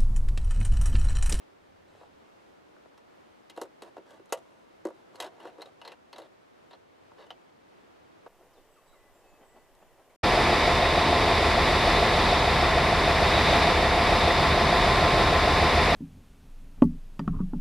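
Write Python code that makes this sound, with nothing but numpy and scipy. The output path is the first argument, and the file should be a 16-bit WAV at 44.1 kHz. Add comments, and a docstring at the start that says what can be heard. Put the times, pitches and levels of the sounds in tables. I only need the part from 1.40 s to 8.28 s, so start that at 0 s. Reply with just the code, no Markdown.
"""A light gust brushes the microphone, then things slide and bump softly in a plastic tackle box.
Some metres ahead, an angler crouches by a still pond and rummages: lid and latches snap and rebound,
small parts clack on the trays, and the hollow box rings with each blow and each slip.
Open air gives back only a short scatter from the ground and a faint dull tail, over a soft wide hush."""
import sys
import numpy as np
from scipy import signal
from scipy.fft import rfft, irfft
from scipy.io import wavfile

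SR = 44100
rng = np.random.default_rng(int(sys.argv[2]) if len(sys.argv) > 2 else 0)


def master(y):
    """Save y as 16-bit WAV."""
    cut = np.clip(np.atleast_2d(y).T, -1, 1)
    pcm = np.round(cut * 32767)  # scale
    wavfile.write(sys.argv[1], SR, pcm.astype(np.int16))


N = 303408
RING_S = np.arange(SR // 4) / SR  # time axis of one ring

# Lid and latches snapping. Each row: start in seconds, floor thud in dB, wall knock in dB, wall pitch
# in Hz, clack in dB, clack pitch in Hz, tick in dB, factor on ring time, rebound gap in seconds,
# loss per rebound in dB.
SNAPS = [(2.098, -63, -57, 800, -52.5, 3080, -60.5, 1, .009, 14),
         (2.175, -45.5, -38, 624, -55.5, 2740, -63.5, 0.71, .010, 27),
         (2.2143, -41.5, -36.5, 495, -49.5, 4050, -48.5, 0.81, 0.019, 11.5),
         (2.4211, -48.5, -46, 566, -52.5, 3940, -58.5, 0.56, .013, 7),
         (2.857, -78, -72, 900, -75, 2500, -73, 0.46, 0.036, 0),
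         (2.924, -54, -28.5, 557, -38.5, 2900, -36, 1, 0.022, 20),
         (3.452, -56, -36.5, 568, -55, 2030, -57, .55, .017, 3.5),
         (3.8014, -59, -37.5, 750, -38.5, 3450, -45, 1, 0.021, 4.5),
         (4.782, -51.5, -45, 610, -55.5, 4320, -61, 1, 0.017, 6)]
# A hand or something soft on the box. Each row: start in seconds, wall knock in dB, wall pitch in Hz.
BUMPS = [(0.55, -58.5, 824), (0.611, -53.5, 604), (0.632, -53.5, 810), (1.365, -60.5, 1490),
         (1.458, -57, 517), (2.567, -44.5, 670), (2.58, -46, 500), (2.795, -53.5, 450), (3.453, -41.5, 314),
         (4.053, -42.5, 540), (4.182, -48, 497), (4.197, -47, 520), (5.718, -56.5, 597),
         (5.791, -53.5, 690), (6.862, -46.5, 660)]
# Small parts dropping on a tray. Each row: start in seconds, clack in dB, part pitch in Hz,
# wall pitch in Hz, tick in dB.
CLACKS = [(1.577, -66.5, 5500, 1000, -74), (2.163, -62, 4050, 640, -70), (2.706, -65, 3200, 600, -69),
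          (2.9, -66, 3770, 700, -77), (3.756, -58, 4400, 593, -64), (4.002, -59, 2900, 884, -74),
          (4.071, -61, 2860, 556, -72), (4.208, -57, 3770, 600, -75), (4.218, -47, 4160, 770, -59),
          (4.257, -58, 3800, 500, -73), (4.415, -52, 2800, 835, -70.5), (4.45, -52, 4150, 940, -68),
          (4.4759, -48, 4220, 1000, -63), (4.519, -53, 2550, 920, -67.5), (4.729, -51, 4420, 940, -64.5),
          (4.76, -55, 3750, 744, -69), (4.819, -61, 3900, 520, -74), (5.309, -61, 3600, 750, -78),
          (5.332, -58, 4100, 706, -83), (5.865, -67, 3000, 700, -77), (5.9045, -45, 3050, 760, -70)]
# Things sliding over the trays. Each row: start and end in seconds, then the levels of walls,
# small parts and contact fizz in dB.
SLIDES = [(0.471, 0.68, -66.5, -74.5, -82.5), (2.151, 2.264, -55, -70, -76),
          (2.438, 2.495, -55.5, -72, -78.5), (2.658, 2.785, -58.5, -70.5, -76.5),
          (2.967, 2.99, -52.5, -65.5, -67), (3.03, 3.256, -67.5, -83, -85), (3.521, 3.626, -73, -77, -86),
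          (3.729, 3.856, -54.5, -73, -77), (3.803, 3.889, -45, -58, -69), (3.889, 4.17, -59, -77, -86),
          (3.993, 4.103, -51, -64.5, -77), (4.201, 4.296, -57.5, -73, -80), (4.421, 4.542, -54.5, -64, -80),
          (4.73, 4.872, -56.5, -69, -81), (5.301, 5.359, -61.5, -67, -86), (5.779, 5.85, -55, -63, -82)]
# Modes of the hollow box. Each row: frequency in Hz, relative level in dB, t60 in seconds.
BOX_MODES = [(235, -19.5, 0.13), (330, -5, 0.13), (390.6, -6, 0.15), (474, 2, 0.067), (523, -3.5, 0.12),
             (570.3, -8, 0.16), (660.5, -7.5, 0.16), (744, -2.5, 0.09), (842, -6.5, 0.12), (946.4, 0, 0.1),
             (1107, 2.5, 0.056), (1210, -9, 0.14), (1337, 0, 0.047), (1485, -3.5, 0.075), (1664, 0, 0.042),
             (1858, -16.5, 0.2)]
# Modes of trays and small hard parts. Each row: frequency in Hz, relative level in dB, t60 in seconds.
PART_MODES = [(1990, -9.5, 0.033), (2020, 2.5, 0.064), (2695, -2.5, 0.057), (2910, -3, 0.07),
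              (3106, -2, 0.05), (3267, -5, 0.022), (3330, -4, 0.064), (3800, 5.5, 0.037),
              (3920, 1.5, 0.014), (4170, -2.5, 0.055), (4350, -4.5, 0.031), (4640, -9.5, 0.047),
              (5180, 0.5, 0.017), (6100, -52, 0.032)]
# The wash of weak, closely spaced tray modes. Each row: frequency in Hz, relative level in dB.
TRAY_SPECTRUM = [(1200, -27), (1900, -1), (2350, -6.5), (2780, 1), (3450, -7.5), (4100, -8), (4700, -11),
                 (5900, -13.5), (7500, -34)]
# Hard contact of plastic on plastic. Each row: frequency in Hz, relative level in dB.
TICK_SPECTRUM = [(2000, -53), (4000, -9), (5700, -6), (6500, -2), (7300, -3.5), (8100, -3), (9200, -8),
                 (10200, -5.5), (11800, -9.5), (13000, -14), (14200, -23), (16000, -44)]
# Gusts at the microphone. Each row: start in seconds, end in seconds, level in dB.
GUSTS = [(.08, .9, -69.5), (5.493, 6.0, -76.5), (5.997, 7.2, -80)]
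# Wind rumble on the microphone. Each row: frequency in Hz, relative level in dB.
BREEZE_SPECTRUM = [(20, -5), (50, -19), (80, 6.5), (120, -1.5), (200, -7.5), (500, -45)]
# The hush around the pond. Each row: frequency in Hz, relative level in dB.
HUSH_SPECTRUM = [(15, -42), (25, -21.5), (86, -11), (260, -1), (313, 1.5), (359, 1), (567, 0), (722, -2),
                 (848, -3.5), (3630, -20), (15500, -41)]
# Stereo width of the hush. Each row: frequency in Hz, correlation of left and right.
HUSH_CORRELATION = [(60, 1), (130, 0.13), (290, -0.47), (640, -0.63), (1410, -0.22), (3100, 0.16),
                    (6820, 0.14), (15000, 0.19)]


def snaps(rebounds=3, softening_db=3):
    """Hard plastic snaps home and rebounds, each time with less clack and tick against the knock."""
    out = np.zeros(N)
    for start, thud_db, wall_db, wall_hz, clack_db, part_hz, tick_db, ring, gap_s, loss_db in SNAPS:
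        softness_db = 6.5 + wall_db - clack_db
        for k in range(rebounds + 1):
            dull_db = k * softening_db
            hit = blow(thud_db, wall_db, wall_hz, clack_db - dull_db, part_hz, tick_db - dull_db,
                       ring, softness_db)
            add(out, start + k * gap_s, amp(-k * loss_db) * hit)
    return out


def bumps(firm_db=-53.5, thud_db_per_octave=-23.5):
    """Soft blows sound the hollow box and hardly stir its contents."""
    out = np.zeros(N)
    for start, wall_db, wall_hz in BUMPS:
        thud_db = wall_db + thud_db_per_octave * np.log2(wall_hz / 441)  # the floor takes low bumps
        ring = 0.75 * np.exp(-0.7 * max(firm_db - wall_db, 0))  # light touches stay on and damp the box
        hit = blow(thud_db, wall_db, wall_hz, clack_db=wall_db - 21.5, part_hz=2670,
                   tick_db=wall_db - 31, ring=ring, softness_db=19)
        add(out, start, hit)
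    return out


def clacks(typical_knock_db=-48.5, typical_clack_db=-49.5):
    """Small hard parts clack at their own pitch, and the box answers with a knock."""
    out = np.zeros(N)
    for start, clack_db, part_hz, wall_hz, tick_db in CLACKS:
        wall_db = typical_knock_db + 0.7 * (clack_db - typical_clack_db)
        thud_db = wall_db - 21
        hit = blow(thud_db, wall_db, wall_hz, clack_db, part_hz, tick_db,
                   ring=0.92, softness_db=4, focus_db=15.5)
        add(out, start, hit)
    return out


def slides(slips_per_s=1100, spread_db=2, thud_db=-9):
    """Sliding parts catch and slip; every slip is a tiny blow on the same box."""
    out, t = np.zeros(N), np.arange(SR // 2) / SR
    for start, end, wall_db, clack_db, fizz_db in SLIDES:
        slipping = rng.random(len(t)) < slips_per_s / SR
        size = np.minimum(rng.exponential(1, len(t)), 3)
        length_s = end - start
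        stroke = np.sin(np.pi * np.minimum(t / length_s, 1)).clip(0) ** 0.29
        slips = stroke * slipping * amp(spread_db * size) * rng.choice([-1, 1], len(t))
        floor, walls = box_ring(pitch_hz=644, ring=0.29, softness_db=wall_db - clack_db, focus_db=2.5)
        box = walls + amp(thud_db) * floor
        part = part_ring(pitch_hz=3400, ring=0.41, focus_db=3, wash_focus_db=8)
        fizz = dense_ring(TICK_SPECTRUM, t60=0.022, rise_s=0.0003)
        for db, response in (wall_db, box), (clack_db, part), (fizz_db, fizz):
            rub = signal.fftconvolve(slips, response)
            power = np.sum(rub ** 2) / (length_s * SR)
            add(out, start, amp(db) * rub / np.sqrt(power + 1e-20))
    return out


def blow(thud_db, wall_db, wall_hz, clack_db, part_hz, tick_db, ring, softness_db, focus_db=6):
    """One blow rings floor, walls and a small part, and the contact ticks; ring scales decay times."""
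    ring = max(ring, 0.2)
    floor, walls = box_ring(wall_hz, ring, softness_db)
    part = part_ring(part_hz, ring, focus_db, wash_focus_db=0.73 * focus_db)
    tick = dense_ring(TICK_SPECTRUM, t60=0.039 * ring, rise_s=0.0005, tail_db=-38)
    return amp(thud_db) * floor + amp(wall_db) * walls + amp(clack_db) * part + amp(tick_db) * tick


def box_ring(pitch_hz, ring, softness_db, focus_db=6.5, floor_top_hz=430,
             floor_rise_s=0.0039, wall_rise_s=0.0016, push_db=3, push_s=0.0084):
    """Floor and wall modes swell within a few ms, are loudest while the blow pushes, then ring on."""
    hz = np.array(BOX_MODES)[:, 0]
    modes = modes_ring(BOX_MODES, pitch_hz, ring, focus_db, focus_octaves=0.3, detune=0.016)
    modes *= amp(push_db * np.exp(-(RING_S / push_s) ** 4))
    # a soft contact lasts longer and leaves the upper modes weak
    octaves_above = np.log2(hz / pitch_hz).clip(0)
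    modes *= amp(-0.29 * max(softness_db, 0) * octaves_above)[:, None]
    floor = modes[hz < floor_top_hz].sum(0) * rise(floor_rise_s)
    walls = modes[hz >= floor_top_hz].sum(0) * rise(wall_rise_s)
    # keeps the knock's onset free of low thump
    low_cut = signal.butter(4, 198, "high", fs=SR, output="sos")
    return unit_onset(signal.sosfilt(low_cut, floor)), unit_onset(signal.sosfilt(low_cut, walls))


def part_ring(pitch_hz, ring, focus_db, wash_focus_db):
    """A small hard part clinks over a short wash from the tray, both lifted near the same pitch."""
    modes = modes_ring(PART_MODES, pitch_hz, ring, focus_db, focus_octaves=0.13, detune=0.01)
    clink = unit_onset(modes.sum(0) * rise(0.00022))
    hz = np.geomspace(1000, 8000, num=60)
    wash_db = curve_at(TRAY_SPECTRUM, hz) + wash_focus_db * nearness(hz, pitch_hz, octaves=0.15)
    wash = dense_ring(np.transpose([hz, wash_db]), t60=0.08 * ring, rise_s=0.0015)
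    return unit_onset(clink + 0.7 * wash)


def modes_ring(table, pitch_hz, ring, focus_db, focus_octaves, detune):
    """One decaying sine a mode; the spot struck favours those near one pitch, the grip detunes them."""
    hz, db, t60 = np.transpose(table)[:, :, None]
    shift, uneven_db, phase = rng.standard_normal((3, len(table), 1))
    start_db = db + focus_db * nearness(hz, pitch_hz, focus_octaves) + uneven_db
    envelope = amp(start_db - 60 * RING_S / (t60 * ring))
    return envelope * np.sin(2 * np.pi * (hz * (1 + detune * shift) * RING_S + phase))


def dense_ring(spectrum, t60, rise_s, echo_s=0.0085, echo_db=-13.5, tail_db=-24, tail_t60=0.06):
    """Many close modes die fast; the box lid and the ground throw the sound back a few ms later."""
    modes = coloured(rng.standard_normal(len(RING_S)), spectrum)
    direct = amp(-60 * RING_S / t60)
    echo = amp(echo_db - 60 * abs(RING_S - echo_s) / t60) * (RING_S > echo_s)
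    tail = amp(tail_db - 60 * RING_S / tail_t60)
    envelope = np.sqrt(direct ** 2 + echo ** 2 + tail ** 2) * rise(rise_s)
    return unit_onset(modes * envelope)


def pond_bank(direct, scatter_t60=0.04, far_t60=0.92, far_delay_s=0.03):
    """Rough ground scatters sound to the microphone from both sides; the far slope adds a dull tail."""
    t = np.arange(SR // 2) / SR
    near, far = rng.standard_normal((2, 2, len(t)))
    near = near[0] * amp(-60 * t / scatter_t60)
    far = far * amp(-60 * t / far_t60) * (t > far_delay_s)
    side = coloured(near / np.linalg.norm(near),
                    [(200, -9), (1200, -8), (3500, -40), (8000, 8), (12000, 18.5)])
    tail = coloured(far / np.linalg.norm(far[0]), [(300, 4), (1500, -15), (8000, -12)])
    fade_out = np.minimum(1, (t[-1] - t) / 0.05)
    response = amp(-23.5) * (np.array([side, -side]) + tail) * fade_out
    return direct + signal.fftconvolve(direct[None], response, axes=1)[:, :N]


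def breeze(calm_db=-84.5, ramp_s=0.16):
    """A light wind flutters at the microphone; each gust swells, holds and drops."""
    shared, *each_side = rng.standard_normal((3, N))
    rumble = unit_rms(coloured(shared + 0.53 * np.array(each_side), BREEZE_SPECTRUM))
    t = np.arange(N) / SR
    gusts = sum(amp(db) * np.clip(np.minimum(t - start, end - t) / ramp_s, 0, 1)
                for start, end, db in GUSTS)
    return np.hypot(amp(calm_db), gusts) * rumble


def hush(level_db=-57, waver_db=1.02):
    """The hush of open country lies wide around the microphone, its level wavering slightly."""
    mid, side = rfft(rng.standard_normal((2, N)))
    correlation = np.clip(curve_at(HUSH_CORRELATION, np.fft.rfftfreq(N, 1 / SR)), -0.95, 0.95)
    mid *= np.sqrt(1 + correlation)
    side *= np.sqrt(1 - correlation)
    air = coloured(irfft([mid + side, mid - side], N), HUSH_SPECTRUM)
    waver = np.interp(np.arange(N), np.linspace(0, N, num=40), rng.standard_normal(40))
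    return amp(level_db + waver_db * waver) * unit_rms(air)


def amp(db):
    """Decibels to gain."""
    return 10 ** (np.asarray(db) / 20)


def unit_rms(x):
    """Scales to rms 1."""
    return x / np.sqrt(np.mean(x ** 2) + 1e-20)


def unit_onset(x):
    """Scales a ring so that its first 14 ms have rms 1."""
    return x / np.sqrt(np.mean(x[:round(0.014 * SR)] ** 2) + 1e-20)


def rise(rise_s):
    """The attack of a ring, from 0 towards 1."""
    return 1 - np.exp(-RING_S / rise_s)


def nearness(hz, pitch_hz, octaves):
    """A bell curve that is 1 at the pitch."""
    return np.exp(-(np.log2(hz / pitch_hz) / octaves) ** 2)


def curve_at(points, hz):
    """Reads a table on a log-frequency axis."""
    point_hz, value = np.transpose(points)
    return np.interp(np.log(hz + 1), np.log(point_hz + 1), value)


def coloured(x, spectrum):
    """Filters x by a curve of (Hz, dB) points."""
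    hz = np.fft.rfftfreq(x.shape[-1], 1 / SR)
    return irfft(rfft(x) * amp(curve_at(spectrum, hz)), x.shape[-1])


def add(mix, start_s, sound):
    """Mixes a sound in at its start time."""
    part = mix[round(start_s * SR):][:len(sound)]
    part += sound[:len(part)]


def scene():
    """The tackle box some metres straight ahead of the microphone, in open air."""
    tackle_box = snaps() + bumps() + clacks() + slides()
    return pond_bank(tackle_box) + hush() + breeze()


def record(dry, top_hz=15700):
    """The recorder's band limit."""
    lowpass = signal.firwin(511, top_hz, window=("kaiser", 9), fs=SR)
    return signal.oaconvolve(dry, lowpass[None], "same")


dry = scene()
out = record(dry)
master(out)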